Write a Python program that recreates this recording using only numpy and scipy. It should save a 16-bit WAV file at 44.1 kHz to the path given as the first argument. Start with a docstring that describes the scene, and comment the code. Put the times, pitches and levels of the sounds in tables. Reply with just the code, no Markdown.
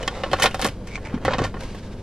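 """Inside an idling car, a thin plastic salad box is dragged out of a soft bag: its walls snap and crinkle.
It brushes past, bumps something soft and is set down with a clatter; then an arm rustles back into the bag.
Snaps and crinkles are clicks with short noise echoes from the padded cabin, plus the ringing of the box.
Chirps are rough fading tones; squeaks, cloth and rumble are shaped noise; bumps ring low; the idle hums."""
import sys
import numpy as np
from scipy import signal
from scipy.fft import rfft, irfft, next_fast_len
from scipy.io import wavfile
from scipy.ndimage import map_coordinates

SR = 44100
rng = np.random.default_rng(int(sys.argv[2]) if len(sys.argv) > 2 else 0)


def store_pcm(level_fs):
    """Save levels as 16-bit WAV."""
    pcm = np.round(np.clip(level_fs, -1, 1) * 32767).astype(np.int16)
    wavfile.write(sys.argv[1], SR, np.atleast_2d(pcm).T)


N = 89214  # length in samples, about 2 s

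# Likeness of left and right noise: f/Hz, correlation (1 = identical)
EAR_LIKENESS = [(100, 1), (600, .99), (1400, .96), (2800, .85), (5500, .55), (12000, .65)]

# Steady tones of engine and fan: f/Hz, middle level/dB
HUM_TONES = [(45.5, -46), (92, -44), (117.5, -46)]
# Tone colour of the cabin rumble: f/Hz, relative level/dB per Hz
RUMBLE_COLOUR = [(15, 6), (28, -6.5), (45, 1.5), (65, -7), (110, -11.5), (200, -6.5), (330, -14.5),
                 (520, -13.5), (750, -25), (1200, -29.5), (2500, -46), (8000, -49)]
RUMBLE_DB = -33

# Loudness of the rubbing cloth: t/s, level/dB
CLOTH_LEVEL = [(0, -43), (.68, -50), (.76, -56.5), (.85, -54.5), (.9, -48.5), (1.01, -53.5), (1.2, -61),
               (1.5, -55), (1.584, -52), (1.609, -42.5), (1.7, -45.5), (1.85, -49), (2.02, -55)]
# Tone colour of the cloth: f/Hz, relative level/dB per Hz
CLOTH_COLOUR = [(530, -34), (900, 1.5), (1360, -17.5), (1550, -1.5), (1890, -9), (2150, -6.5), (4960, -11),
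                (12600, -27), (15000, -56)]

# Resonances of the box's walls: f/Hz, relative level/dB, t60/s (time to fall 60 dB)
BOX_MODES = [(530.4, 7, 0.052), (762.2, -0.5, 0.055), (1090, -3, 0.06), (1418, -8.5, 0.12),
             (1800, 2, 0.063), (2078, -1.5, 0.019), (2551, 2.5, 0.023), (3040, -2, 0.11),
             (3143, -0.5, 0.033), (3634, -2, 0.062), (4207, -9, 0.076), (5064, -9, 0.13), (5400, -6, 0.034),
             (6230, -8, 0.14)]

# The box scraping along the bag: peak t/s, rise/s, fall/s, level/dB, tilt/dB per octave
CRINKLE_EVENTS = [(.01, 0.11, 0.2, -34, -2), (.17, 0.17, 0.3, -34.5, 0.5), (.27, 0.057, 0.054, -33.5, -3),
                  (.355, 0.065, 0.12, -32.5, 1.5), (0.433, 0.066, 0.055, -19, 4.5),
                  (.52, 0.11, 0.16, -42.5, 3.5), (0.643, 0.1, 0.081, -26.5, 5),
                  (1.06, 0.063, 0.21, -38.5, 0.5), (1.15, 0.064, 0.032, -35.5, 1),
                  (1.337, 0.097, 0.056, -22, 0.5), (1.443, 0.058, 0.049, -25, 1.5),
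                  (1.62, 0.13, .2, -41.5, 2)]
# Tone colour of the crinkles before their tilt: f/Hz, relative level/dB per Hz
CRINKLE_COLOUR = [(100, -37), (300, -1.5), (550, 0.5), (1100, -2.5), (2000, -10.5), (3300, -16),
                  (6000, -24.5), (12500, -35.5), (15000, -22)]
GRAINS_PER_S, GRAIN_SPREAD_DB = 700, 2.5
CRINKLE_WALL_DEPTH, SNAP_WALL_DEPTH = 0.56, 1.09  # how strongly the walls colour each sound

# Snaps and knocks of the box: t/s, then level/dB of thud, hollow ring, crack and tick
# (before the band or ring gain), base echo t60/s, centre of the ring f/Hz
SNAP_EVENTS = [(0.029, -28.5, -53, -28.5, -39, 0.04, 1100), (0.0773, -25, -22, -18, -28, 0.035, 1090),
               (0.2353, -34, -19.5, -23.5, -46.5, 0.081, 655),
               (0.3148, -24.5, -32, -27.5, -40.5, 0.15, 710), (.3295, -31, -30, -34, -40, 0.052, 710),
               (.3325, -20.5, -12, -17.5, -36.5, 0.051, 790), (0.387, -39, -28, -30, -48, 0.14, 1020),
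               (0.3984, -45, -21.5, -23, -31, 0.13, 950), (.4229, -40, -32, -14.5, -19, 0.085, 1800),
               (.4325, -23, -31, -14, -20, 0.074, 1500), (0.4394, -54, -13, -16, -26.5, 0.096, 920),
               (.4475, -23.5, -16, -38, -32, 0.15, 520), (.4579, -23, -16, -11, -28, 0.067, 1210),
               (.4660, -25, -23.5, -23.5, -45, 0.037, 1200), (.5100, -58, -44, -33, -47, 0.054, 2850),
               (0.5443, -28, -21, -24.5, -34.5, .06, 796), (0.5938, -35, -22.5, -27, -37, 0.18, 750),
               (.6152, -45, -38, -28, -27.5, 0.017, 1100), (.6220, -23.5, -24.5, -18, -30, 0.095, 1140),
               (0.6454, -20, -33, -18, -24.5, 0.044, 800), (.6515, -25, -19, -37, -50, 0.07, 1090),
               (0.6579, -25, -27.5, -23.5, -33.5, .055, 620), (.6652, -33, -25, -41, -30, 0.017, 690),
               (.6730, -44, -27.5, -27, -33.5, 0.046, 500), (0.6855, -48, -32, -27, -40, .06, 604),
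               (0.872, -56, -42.5, -40, -41, 0.065, 1420), (.9765, -40, -33.5, -50, -70, 0.02, 1000),
               (1.176, -33.5, -39, -57, -69, 0.025, 1050), (1.25, -25, -20, -22, -34.5, 0.13, 840),
               (1.280, -20.5, -14, -26.5, -61, .06, 525), (1.303, -38, -39, -35, -60, 0.049, 557),
               (1.3358, -35, -27, -20.5, -45, 0.052, 970), (1.344, -23, -24.5, -32, -53, .05, 990),
               (1.3831, -22, -27, -25.5, -37, .05, 1050), (1.39, -36, -20.5, -29, -40, 0.09, 1080),
               (1.4, -21.5, -28, -40, -54, 0.075, 560), (1.417, -18.5, -23, -42, -42, 0.059, 500),
               (1.440, -48, -24.5, -30, -35, 0.099, 585), (1.449, -37, -25, -36, -38, 0.077, 1390),
               (1.542, -28.5, -31, -40.5, -69, 0.073, 1100), (1.568, -33, -36, -55, -75, 0.066, 1030),
               (1.607, -47, -43, -36, -46.5, 0.04, 1010), (1.634, -43, -51, -39, -48, 0.077, 604),
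               (1.747, -35.5, -35.5, -40, -49.5, .08, 554)]
# Bands of thud, ring, crack and tick: low f/Hz, high f/Hz (at most TOP_HZ), gain/dB,
# direct click over reflections (amplitude ratio), share of the snap's t60 (factor)
SNAP_BANDS = [(146, 572, -1.5, 0.32, 1.12), (447, 1464, -4, 0.47, 1.07), (1500, 4460, -5.5, 0.37, 1.1),
              (5050, 22000, 0.5, 0.43, 1.03)]
RING_GAIN_DB, RING_ATTACK_S = -1.5, 0.00065
RING_FOCUS_DB = 13.5  # loss per octave away from the centre of the ring

# Stick-slip chirps of the thin plastic: t/s, middle pitch f/Hz, level/dB
CHIRP_EVENTS = [(0.033, 2975, -36.5), (.078, 3280, -28.5), (0.235, 2855, -32.5), (0.3142, 3170, -37),
                (.4000, 6230, -34), (0.4217, 2980, -19), (0.4242, 1870, -21), (0.433, 3350, -24),
                (0.512, 2870, -39.5), (.955, 2256, -40.5), (1.050, 2230, -46), (1.252, 2020, -26),
                (1.439, 4570, -36.5)]
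CHIRP_RISE_S, CHIRP_T60_S = 0.0011, 0.051
CHIRP_ROUGHNESS = 0.078  # random phase step at each sample, in radians

# Dull shifting of the load: peak t/s, rise/s, fall/s, level/dB
SHIFT_EVENTS = [(.335, 0.025, .06, -27), (.455, 0.086, .05, -35.5), (0.679, 0.067, 0.088, -35),
                (1.155, 0.053, 0.037, -29.5), (1.255, 0.019, 0.11, -26.5), (1.42, .1, 0.11, -26.5)]
# Tone colour of the shifting: f/Hz, relative level/dB per Hz
SHIFT_COLOUR = [(20, -4), (40, -3), (110, 11.5), (180, 1), (300, 1), (800, -82)]
# Soft bumps: t/s, level/dB before the soft attack
BUMP_EVENTS = [(1.1373, -19.5), (1.157, -28)]
# Resonances of a bump, before random scatter: f/Hz, relative level/dB, t60/s
BUMP_RESONANCES = [(160, -10, 0.12), (237, 0.5, 0.077), (284.5, -1.5, 0.048)]

# Plastic slipping over cloth: peak t/s, level/dB, rise/s, fall/s
SQUEAK_EVENTS = [(.885, -46, 0.015, 0.037), (.94, -41, 0.075, 0.051), (.958, -29.5, .012, 0.02),
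                 (1.051, -34.5, 0.0034, 0.016), (1.062, -45, .004, .015), (1.072, -40, .004, .015),
                 (1.084, -42.5, .004, 0.018), (1.145, -45.5, 0.021, 0.053)]
# Tone colour of the squeaks: f/Hz, relative level/dB per Hz
SQUEAK_COLOUR = [(800, -13.5), (1800, -16), (2250, 3), (2600, -10), (3200, -17), (6000, -18.5),
                 (10000, -24), (14000, -61)]
SQUEAK_FLUTTER_DB, SLIPS_PER_S = 3, 400

# Gain of the box's top treble over time: dull at the start, near 0.9 s and around 1.28 s,
# open between: t/s, level/dB
TOP_TREBLE_GAIN = [(0, -10.5), (.4, -1.5), (.7, -0.5), (.9, -9), (1.251, 1), (1.28, -23), (1.46, -8),
                   (1.62, 0.5)]
TOP_TREBLE_EDGE_HZ = 8430
PAN_DB = 0.23  # the box is this much louder on the right and softer on the left
# Phase by which left trails right: f/Hz, lag/radians
LEFT_PHASE_LAG = [(500, 0), (2800, .12), (4200, .7), (5800, 1.3), (8300, 2.2), (11000, 2.5), (15000, 2.6)]
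# Frequency response of the recorder, its top treble rolled off: f/Hz, level/dB
RECORDER_RESPONSE = [(20, -4.5), (30, 1), (10000, -0.5), (12800, -6), (14000, -20), (15800, -29)]
TOP_HZ = 15800  # nothing is kept from here up


def amp(db):
    """Turn decibels into a gain."""
    return 10 ** (np.asarray(db) / 20)


def unit(x):
    """Scale to an rms (average strength) of 1."""
    return x / np.sqrt(np.mean(x ** 2) + 1e-20)


def blow(x):
    """Scale a short sound to the energy of 10 ms at rms 1."""
    return x / np.sqrt(np.mean(x ** 2) * x.shape[-1] / (SR / 100))


def along(points, hz):
    """Read a curve of (f/Hz, value) points on a log frequency axis."""
    f, v = np.transpose(points)
    return np.interp(np.log(hz + 1), np.log(f + 1), v)


def over_time(points):
    """Draw straight lines between (t/s, value) points."""
    return np.interp(np.arange(N) / SR, *np.transpose(points))


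def wobble(rate):
    """Make a smooth random curve through rate random points a second."""
    knots = rng.standard_normal(int(N * rate / SR) + 4)
    return map_coordinates(knots, [np.arange(N) * rate / SR])


def filtered(x, response):
    """Multiply the spectrum of x by a response that depends on frequency."""
    n = x.shape[-1]
    m = next_fast_len(n + 4096)  # spare room for the filter's tail
    return irfft(rfft(x, m) * response(np.fft.rfftfreq(m, 1 / SR)), m)[..., :n]


def noise(size):
    """White stereo noise, most alike in both ears in the bass."""
    def mid_side_gains(hz):
        turn = np.arccos(np.clip(along(EAR_LIKENESS, hz), -1, 1)) / 2
        return np.array([np.cos(turn), np.sin(turn)])

    mid, side = filtered(rng.standard_normal((2, size)), mid_side_gains)
    return np.array([mid + side, mid - side])


def rush(spectrum):
    """Coloured stereo noise of rms 1."""
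    return unit(filtered(noise(N), lambda hz: amp(along(spectrum, hz))))


def fade(t, t60):
    """Exponential decay that falls 60 dB in t60 seconds."""
    return np.exp(-np.log(1000) * t / t60)


def attack(t, rise):
    """A soft start that rises quickly at first, then levels off."""
    return 1 - np.exp(-t / rise)


def swell(peak, rise, fall):
    """A gain that climbs 20 dB in the rise time and drops 20 dB in the fall time."""
    t = np.arange(N) / SR - peak
    return amp(-20 * np.maximum(-t / rise, t / fall))


def ring(modes, t, scatter_db):
    """Add fading sine tones, tuned a little differently at each strike."""
    total = 0
    for k, (hz, db, t60) in enumerate(modes):
        gain = amp(db + scatter_db * rng.normal())
        pitch = hz * (1 + 0.015 * rng.normal())
        sign = (-1) ** k  # every other mode is flipped
        total = total + sign * gain * fade(t, t60) * np.sin(2 * np.pi * pitch * t)
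    return blow(total)


def add(track, s, x):
    """Mix x into the track at time s, cutting it off at the end."""
    part = track[:, round(s * SR):][:, :x.shape[-1]]
    part += x[..., :part.shape[1]]


def walls(hz, depth):
    """The box's resonances boost nearby frequencies; quicker fading makes a broader peak."""
    peaks = sum(amp(db / 2) / (1 + 1j * (hz - f) * t60 * np.pi / np.log(1000)) for f, db, t60 in BOX_MODES)
    return 1 + depth * peaks


def idle():
    """The car's low noise rumble and tones that drift slightly in level and phase."""
    t = np.arange(N) / SR
    hum = 0
    for hz, db in HUM_TONES:
        level = amp(db + 1.0 * wobble(5.6)) * np.sqrt(2)  # root 2 gives a sine an rms of 1
        hum = hum + level * np.sin(2 * np.pi * hz * t + 0.43 * wobble(4.9))
    return hum + amp(RUMBLE_DB) * rush(RUMBLE_COLOUR)


def cloth():
    """An arm and the bag's fabric rub unevenly: noise with a flickering level."""
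    return amp(over_time(CLOTH_LEVEL) + 1.5 * wobble(60)) * rush(CLOTH_COLOUR)


def crinkles():
    """Showers of tiny buckles, coloured by the box's walls and smeared by the cabin."""
    out, t = np.zeros((2, N)), np.arange(SR // 12) / SR
    for peak, rise, fall, db, tilt_db in CRINKLE_EVENTS:
        buckles = (rng.random(N) < GRAINS_PER_S / SR) * rng.choice([-1, 1], N)
        strength = amp(GRAIN_SPREAD_DB * np.minimum(rng.exponential(size=N), 4))
        echo = noise(len(t)) * fade(t, t60=0.027)
        echo /= np.linalg.norm(echo[0])
        echo[:, 0] += 1  # the direct click
        shower = signal.fftconvolve((buckles * strength)[None], echo, axes=1)[:, :N]

        def colour(hz):
            tone = amp(along(CRINKLE_COLOUR, hz) + tilt_db * np.log2(hz + 1))
            return walls(hz, CRINKLE_WALL_DEPTH) * tone

        out += amp(db) * swell(peak, rise, fall) * unit(filtered(shower, colour))
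    return out


def snaps():
    """A wall pops: a click, its dense reflections in the cabin, and the hollow ring of the box."""
    out, t = np.zeros((2, N)), np.arange(SR // 6) / SR
    filters = [signal.butter(3, [lo, min(hi, TOP_HZ)], "band", fs=SR, output="sos")
               for lo, hi, *_ in SNAP_BANDS]
    colour = walls(np.fft.rfftfreq(len(t), 1 / SR), SNAP_WALL_DEPTH)
    for s, thud_db, ring_db, crack_db, tick_db, t60, centre_hz in SNAP_EVENTS:
        reflections = noise(len(t))
        levels = (thud_db, ring_db, crack_db, tick_db)
        for db, band, (_, _, gain_db, direct, share) in zip(levels, filters, SNAP_BANDS):
            echo = reflections * fade(t, t60 * share)
            click = echo / np.linalg.norm(echo[0]) + direct * (t == 0)
            coloured = irfft(rfft(signal.sosfilt(band, click)) * colour, len(t))
            add(out, s, amp(db + gain_db) * blow(coloured))
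        # modes far from the centre of the ring are weaker
        modes = [(hz, db - RING_FOCUS_DB * abs(np.log2(hz / centre_hz)), life) for hz, db, life in BOX_MODES]
        hollow = ring(modes, t, scatter_db=0.0) * attack(t, RING_ATTACK_S)
        add(out, s, amp(ring_db + RING_GAIN_DB) * hollow)
    return out


def chirps():
    """The plastic catches and slips briefly at one rough pitch: a tone with randomly drifting phase."""
    out, t = np.zeros((2, N)), np.arange(SR // 10) / SR
    for s, hz, db in CHIRP_EVENTS:
        phase = 2 * np.pi * hz * t + CHIRP_ROUGHNESS * np.cumsum(rng.standard_normal(len(t)))
        tone = np.sin(phase) * fade(t, CHIRP_T60_S) * attack(t, CHIRP_RISE_S)
        add(out, s, amp(db) * blow(tone))
    return out


def bumps():
    """The load shifts as swells of dull noise; soft knocks ring a few low modes."""
    shifting = sum(amp(db) * swell(s, rise, fall) for s, rise, fall, db in SHIFT_EVENTS)
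    out = rush(SHIFT_COLOUR) * shifting
    t = np.arange(SR // 5) / SR
    for s, db in BUMP_EVENTS:
        knock = ring(BUMP_RESONANCES, t, scatter_db=3) * attack(t, 0.0025)
        add(out, s, -amp(db) * knock)
    return out


def squeaks():
    """Plastic slips unevenly over cloth: fluttering noise, strongest in one narrow band."""
    slips = unit(amp(SQUEAK_FLUTTER_DB * wobble(SLIPS_PER_S)))
    level = sum(amp(db) * swell(s, rise, fall) for s, db, rise, fall in SQUEAK_EVENTS)
    return slips * rush(SQUEAK_COLOUR) * level


def vary_top_treble(x):
    """Split off the box's top treble and let its level rise and fall."""
    dull = filtered(x, lambda hz: 1 / (1 + (hz / TOP_TREBLE_EDGE_HZ) ** 20))
    return dull + (x - dull) * amp(over_time(TOP_TREBLE_GAIN))


def scene():
    """Mix all sources; the treble reaches the left slightly after the right."""
    left_right = np.array([[-1], [1]])
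    box = vary_top_treble(snaps() + crinkles() + squeaks() + chirps()) * amp(PAN_DB * left_right)
    both = box + bumps() + cloth() + idle()
    return filtered(both, lambda hz: np.exp(0.5j * along(LEFT_PHASE_LAG, hz) * left_right))


def record(dry):
    """The recorder's frequency response: the top treble is rolled off, nothing is kept from TOP_HZ up."""
    return filtered(dry, lambda hz: amp(along(RECORDER_RESPONSE, hz)) * (hz < TOP_HZ))


dry = scene()
out = record(dry)
store_pcm(out)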